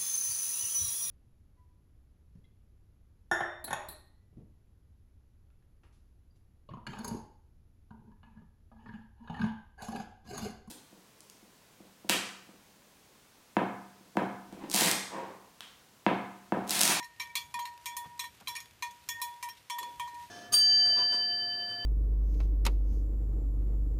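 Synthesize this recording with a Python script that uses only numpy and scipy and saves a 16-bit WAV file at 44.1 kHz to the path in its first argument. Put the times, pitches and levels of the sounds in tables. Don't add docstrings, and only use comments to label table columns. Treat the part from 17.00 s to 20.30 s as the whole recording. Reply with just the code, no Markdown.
import sys
import numpy as np
from scipy import signal
from scipy.fft import rfft, irfft, next_fast_len
from scipy.io import wavfile
from scipy.ndimage import map_coordinates

SR = 44100
rng = np.random.default_rng(int(sys.argv[2]) if len(sys.argv) > 2 else 0)


def dump_mix(stems):
    frames = np.atleast_2d(stems).T
    limited = np.clip(frames, -1, 1)
    pcm = np.round(limited * 32767).astype(np.int16)
    wavfile.write(sys.argv[1], SR, pcm)


N = 145530
T = np.arange(N) / SR
HUM_HZ, SECOND_HZ = 957.7, 1841.6
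TOP_HZ = 15200

# frequency_hz, relative level_db
SNOW_SPECTRUM = [(300, -11), (2500, 3.5), (15000, -8)]


def amp(db):
    return 10 ** (np.asarray(db) / 20)


def unit(x):
    return x / np.sqrt(np.mean(x ** 2) + 1e-20)


def filtered(x, gain):
    size = next_fast_len(len(x) + 8192)
    hz = np.fft.rfftfreq(size, 1 / SR) + 1
    return irfft(rfft(x, size) * gain(hz), size)[:len(x)]


def colour(x, points):
    hz, db = np.transpose(points)
    return unit(filtered(x, lambda f: amp(np.interp(np.log(f), np.log(hz), db))))


def noise(size):
    return rng.standard_normal(size)


def band_noise(size, hz, q):
    return unit(filtered(noise(size), lambda f: 1 / (1 + (q * (f / hz - hz / f)) ** 2)))


def fade(t, t60):
    return np.exp(-np.log(1000) * np.maximum(t, 0) / t60)


def sine(hz, t):
    return np.sqrt(2) * np.sin(2 * np.pi * (hz * t + rng.random()))


def wobble(per_s, t=T):
    return map_coordinates(noise(int(t[-1] * per_s) + 4), [t * per_s])


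def add(track, s, sound):
    part = track[max(round(s * SR), 0):][:len(sound)]
    part += sound[:len(part)]


def air():
    # frequency_hz, relative level_db
    hiss_spectrum = [(30, -24), (300, 0), (3000, -3), (15000, -19.5)]
    # frequency_hz, relative level_db
    rumble_spectrum = [(25, -27), (60, -1.5), (110, -0.5), (700, -26.5)]
    # time_s, level_db
    rustle_levels = [(0, -74), (.8, -66.5), (1.15, -70.5), (2.3, -64.5), (3.3, -64.5)]
    hiss_db, rumble_db = -66.5, -67
    sway_db, lump_db, sway_per_s = 2.5, 3, 14

    hiss = amp(hiss_db) * colour(noise(N), hiss_spectrum)
    rustle_db = np.interp(T, *np.transpose(rustle_levels)) + sway_db * wobble(sway_per_s)
    rustle = colour(noise(N), SNOW_SPECTRUM) * amp(rustle_db)
    lumps = noise(N) * amp(lump_db * wobble(sway_per_s))
    return hiss + rustle + amp(rumble_db) * colour(lumps, rumble_spectrum)


def snow_crunch(grain_t60):
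    grains_per_s, grain_spread, crunch_db = 110, 0.86, -69.5
    grains = (rng.random(N) < grains_per_s / SR) * np.exp(grain_spread * noise(N))
    bursts = np.abs(signal.fftconvolve(grains, fade(T[:SR // 3], grain_t60))[:N])
    return amp(crunch_db) * colour(bursts * noise(N), SNOW_SPECTRUM)


def herd():
    # start_s, level_db, pitch_hz
    thuds = [(0.547, -48.5, 140), (1.059, -49, 142), (1.412, -54, 224), (2.141, -53.5, 93),
             (3.129, -56, 282)]
    # start_s, length_s, level_db, centre_hz
    scuffs = [(1.038, 0.042, -53, 904), (1.406, 0.034, -53.5, 840), (2.565, 0.034, -59, 3180),
              (2.783, 0.2, -57.5, 380)]
    # start_s, level_db
    clicks = [(.739, -55.5), (1.349, -55), (1.658, -49), (2.959, -56)]
    thud_attack_s, thud_t60, thud_q = 0.0014, 0.13, 2.4
    scuff_rise, scuff_q = 0.235, 1.0
    click_t60 = 0.017
    out, t = np.zeros(N), T[:SR // 3]

    thud_envelope = fade(t, thud_t60) * (1 - np.exp(-t / thud_attack_s))
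    for s, db, hz in thuds:
        add(out, s, amp(db) * band_noise(len(t), hz, thud_q) * thud_envelope)
    for s, length, db, hz in scuffs:
        size = int(length * SR)
        swell = np.interp(np.arange(size) / size, [0, scuff_rise, 1], [0, 1, 0])
        add(out, s, amp(db) * band_noise(size, hz, scuff_q) * swell)
    for s, db in clicks:
        add(out, s, amp(db) * colour(noise(len(t)), SNOW_SPECTRUM) * fade(t, click_t60))
    return out + snow_crunch(click_t60)


def trunks(x):
    echo_t60, corner_hz = 0.39, 1500
    t = T[:SR // 2]
    tail = filtered(noise(len(t)), lambda f: f ** 2 / (f ** 2 + corner_hz ** 2)) * fade(t, echo_t60)
    return signal.fftconvolve(x, tail / np.linalg.norm(tail))[:N]


def flutter(t):
    depth_db, per_s = 5, 58.4
    return amp(depth_db * wobble(per_s, t))


def chatter():
    count, mean_delay_s, size = 8, 0.005, 0.7
    delays = rng.exponential(mean_delay_s, count)
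    strengths = size * noise(count) * fade(delays, 20 * mean_delay_s)
    touches = np.bincount((delays * SR).astype(int), strengths)
    touches[0] += 1
    return touches


def singing(t, facing, hum_db, hum_t60, second_db, third_db, shrill_db):
    attack_s = 0.00115
    bend, contact_s = 0.15, 0.0036
    twin_hz, twin_db = 1866.3, -10
    second_life = 0.67
    third_hz, third_hold_s, third_t60 = 3412, 0.044, 0.27
    shrill_hz, shrill_hold_s, shrill_t60 = 5545, 0.015, 0.11

    bent = t + bend * contact_s * (1 - np.exp(-t / contact_s))
    hum = amp(hum_db) * sine(HUM_HZ, bent) * fade(t, hum_t60) * facing
    pair = sine(SECOND_HZ, t) + amp(twin_db) * sine(twin_hz, t)
    second = amp(second_db) * pair * fade(t, second_life * hum_t60)
    third = amp(third_db) * sine(third_hz, t) * fade(t - third_hold_s, third_t60) * flutter(t)
    shrill = amp(shrill_db) * sine(shrill_hz, t) * fade(t - shrill_hold_s, shrill_t60) * flutter(t)
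    return (hum + second + third + shrill) * (1 - np.exp(-t / attack_s))


def clang(t, weak, tilt_db=-0.5):
    # frequency_hz, level_db, t60_s
    upper_modes = [(2315, -4.5, .24), (2433, -3.5, .15), (3208, -8, .2), (4000, -1.5, .12), (4312, -7, .17),
                   (6277, -4.5, .13), (6713, -9, .26)]
    high_modes = [6850, 7340, 8160, 8900, 9090, 9580, 10280, 12500, 12910, 13500, 14500]
    # frequency_hz, relative level_db
    buzz_spectrum = [(780, -35), (1080, 10), (1450, -13.5), (2300, 4), (4000, -2), (15000, -13)]
    scatter_db, detune = 4, 0.0016
    tilt_centre_hz = 5500
    high_db, high_t60 = -12, 0.14
    shimmer_db, shimmer_t60 = -15.5, 0.17
    drag_db, drag_s = 7.5, 0.0046
    buzz_db, buzz_t60 = -9.5, 0.18
    crack_db, crack_t60 = -3.5, 0.0068
    onset_s = 0.014

    def slope(hz):
        return amp(tilt_db * np.log2(np.maximum(hz, SECOND_HZ) / tilt_centre_hz))

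    def mode(hz, db):
        level = amp(db + scatter_db * rng.normal()) * slope(hz)
        return level * sine(hz * (1 + detune * rng.normal()), t)

    ring = sum(mode(hz, db) * fade(t, t60) * flutter(t) for hz, db, t60 in upper_modes)
    ring += sum(mode(hz, high_db) * flutter(t) for hz in high_modes) * fade(t, high_t60)
    ring += sum(mode(hz, shimmer_db) for hz in weak) * fade(t, shimmer_t60)
    ring *= amp(drag_db * np.exp(-t / drag_s))
    ring = signal.fftconvolve(ring, chatter())[:len(t)]
    no_bass = signal.butter(2, HUM_HZ, "highpass", fs=SR, output="sos")
    ring = signal.sosfilt(no_bass, ring)

    buzz = unit(filtered(colour(noise(len(t)), buzz_spectrum), slope))
    buzz *= amp(buzz_db) * fade(t, buzz_t60)
    crack = unit(filtered(noise(len(t)), lambda hz: slope(hz) * (hz > HUM_HZ)))
    crack *= amp(crack_db) * fade(t, crack_t60)
    return ring / np.std(ring[:int(onset_s * SR)]) + buzz + crack


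def bell():
    # start_s, hum_db, hum_t60_s, second_db,
    # third_db, shrill_db, clang_db, clang_tilt_db_per_octave
    strikes = [(0.0, -42, 0.75, -48, -64, -63, -51.5, -3.5), (0.0271, -50, 2.6, -48, -72, -57.5, -51, -2),
               (.198, -42, 0.15, -44, -57, -46.5, -37.5, -4.5),
               (.217, -51.5, 1, -48.5, -65, -54.5, -45, -3),
               (0.354, -46, 0.512, -47.5, -48, -47.5, -31.5, -2),
               (0.5411, -37, 2, -47, -57.5, -59, -41, -2.5),
               (0.591, -35.5, .72, -51.5, -64, -66.5, -44, -0.5),
               (0.6546, -43.5, 0.62, -50, -94, -64, -43.5, -3.5),
               (.8578, -43, 1.13, -50.5, -50, -44.5, -38.5, -1),
               (.967, -40.5, 0.92, -49, -59, -66, -39, 4.5),
               (1.1935, -46.5, 2.1, -49.5, -50.5, -49, -35.5, -1),
               (1.241, -45, 0.49, -46, -59, -59, -48, -2.5), (1.473, -50, .4, -62.5, -44, -62, -37, -4),
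               (1.481, -41.5, 0.48, -50.5, -53.5, -43, -40.5, 2.5),
               (1.5527, -52.5, 0.42, -43.5, -61.5, -45.5, -43.5, -3),
               (1.824, -37, 0.504, -42, -55.5, -61, -36, -4.5),
               (2.0884, -46.5, 3.8, -43, -52, -41, -36, 2.5),
               (2.2165, -37, 0.62, -46, -53, -49.5, -35.5, 3.5),
               (2.4269, -40, 2.6, -51, -74, -58, -40.5, -1),
               (2.4879, -50.5, 0.53, -51, -69, -55.5, -47, 0.5),
               (2.699, -39, 2.55, -51.5, -55.5, -43, -38.5, -2.5),
               (2.7846, -36.5, 0.27, -41.5, -51.5, -65, -41, 0.5),
               (2.8298, -39.5, 0.6, -52, -56, -65, -47, -4.5),
               (2.9971, -35, 0.57, -46.5, -58.5, -64, -42, -3.5),
               (3.0757, -42, 2.1, -55, -76, -84, -55.5, -1.5)]
    # start_s, clang_db
    grazes = [(0.043, -53), (1.563, -40), (1.6038, -48.5), (1.909, -58.5), (3.144, -58)]
    # start_s, loss_db
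    muffles = [(.05, 11), (1.273, 19.5), (1.872, 5), (2.512, 9.5), (3.241, 14)]
    # centre_s, depth_db
    turns = [(0.163, 15), (1.083, 8), (2.147, 18), (3.118, 6.5)]
    turn_s, muffle_s = 0.025, 0.036
    handover_s = 0.0034
    weak_count = 72
    out, t = np.zeros(N), T[:SR // 2]
    clang_t = t[:len(t) // 2]

    places = (np.arange(weak_count) + rng.random(weak_count)) / weak_count
    weak = SECOND_HZ + (TOP_HZ - SECOND_HZ) * places
    ends = [row[0] for row in strikes[1:]] + [T[-1]]
    for (s, *low, clang_db, tilt_db), end in zip(strikes, ends):
        now = s + t
        dip_db = sum(db * np.exp(-np.square((now - turn) / turn_s)) for turn, db in turns)
        ring = singing(t, amp(-dip_db), *low)
        ring *= np.exp(-np.maximum(now - end, 0) / handover_s)
        add(ring, 0, amp(clang_db) * clang(clang_t, weak, tilt_db))
        for touch, loss_db in muffles:
            if s < touch < end:
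                ring *= amp(-loss_db * np.clip((now - touch) / muffle_s, 0, 1))
        add(out, s, ring)
    for s, db in grazes:
        add(out, s, amp(db) * clang(clang_t, weak))
    return out


def scene():
    echo_db = -16.5
    near = bell() + herd()
    return (near + amp(echo_db) * trunks(near) + air())[None]


def record(dry):
    return np.array([filtered(x, lambda f: 1 / np.sqrt(1 + (f / TOP_HZ) ** 200)) for x in dry])


dry = scene()
out = record(dry)
dump_mix(out)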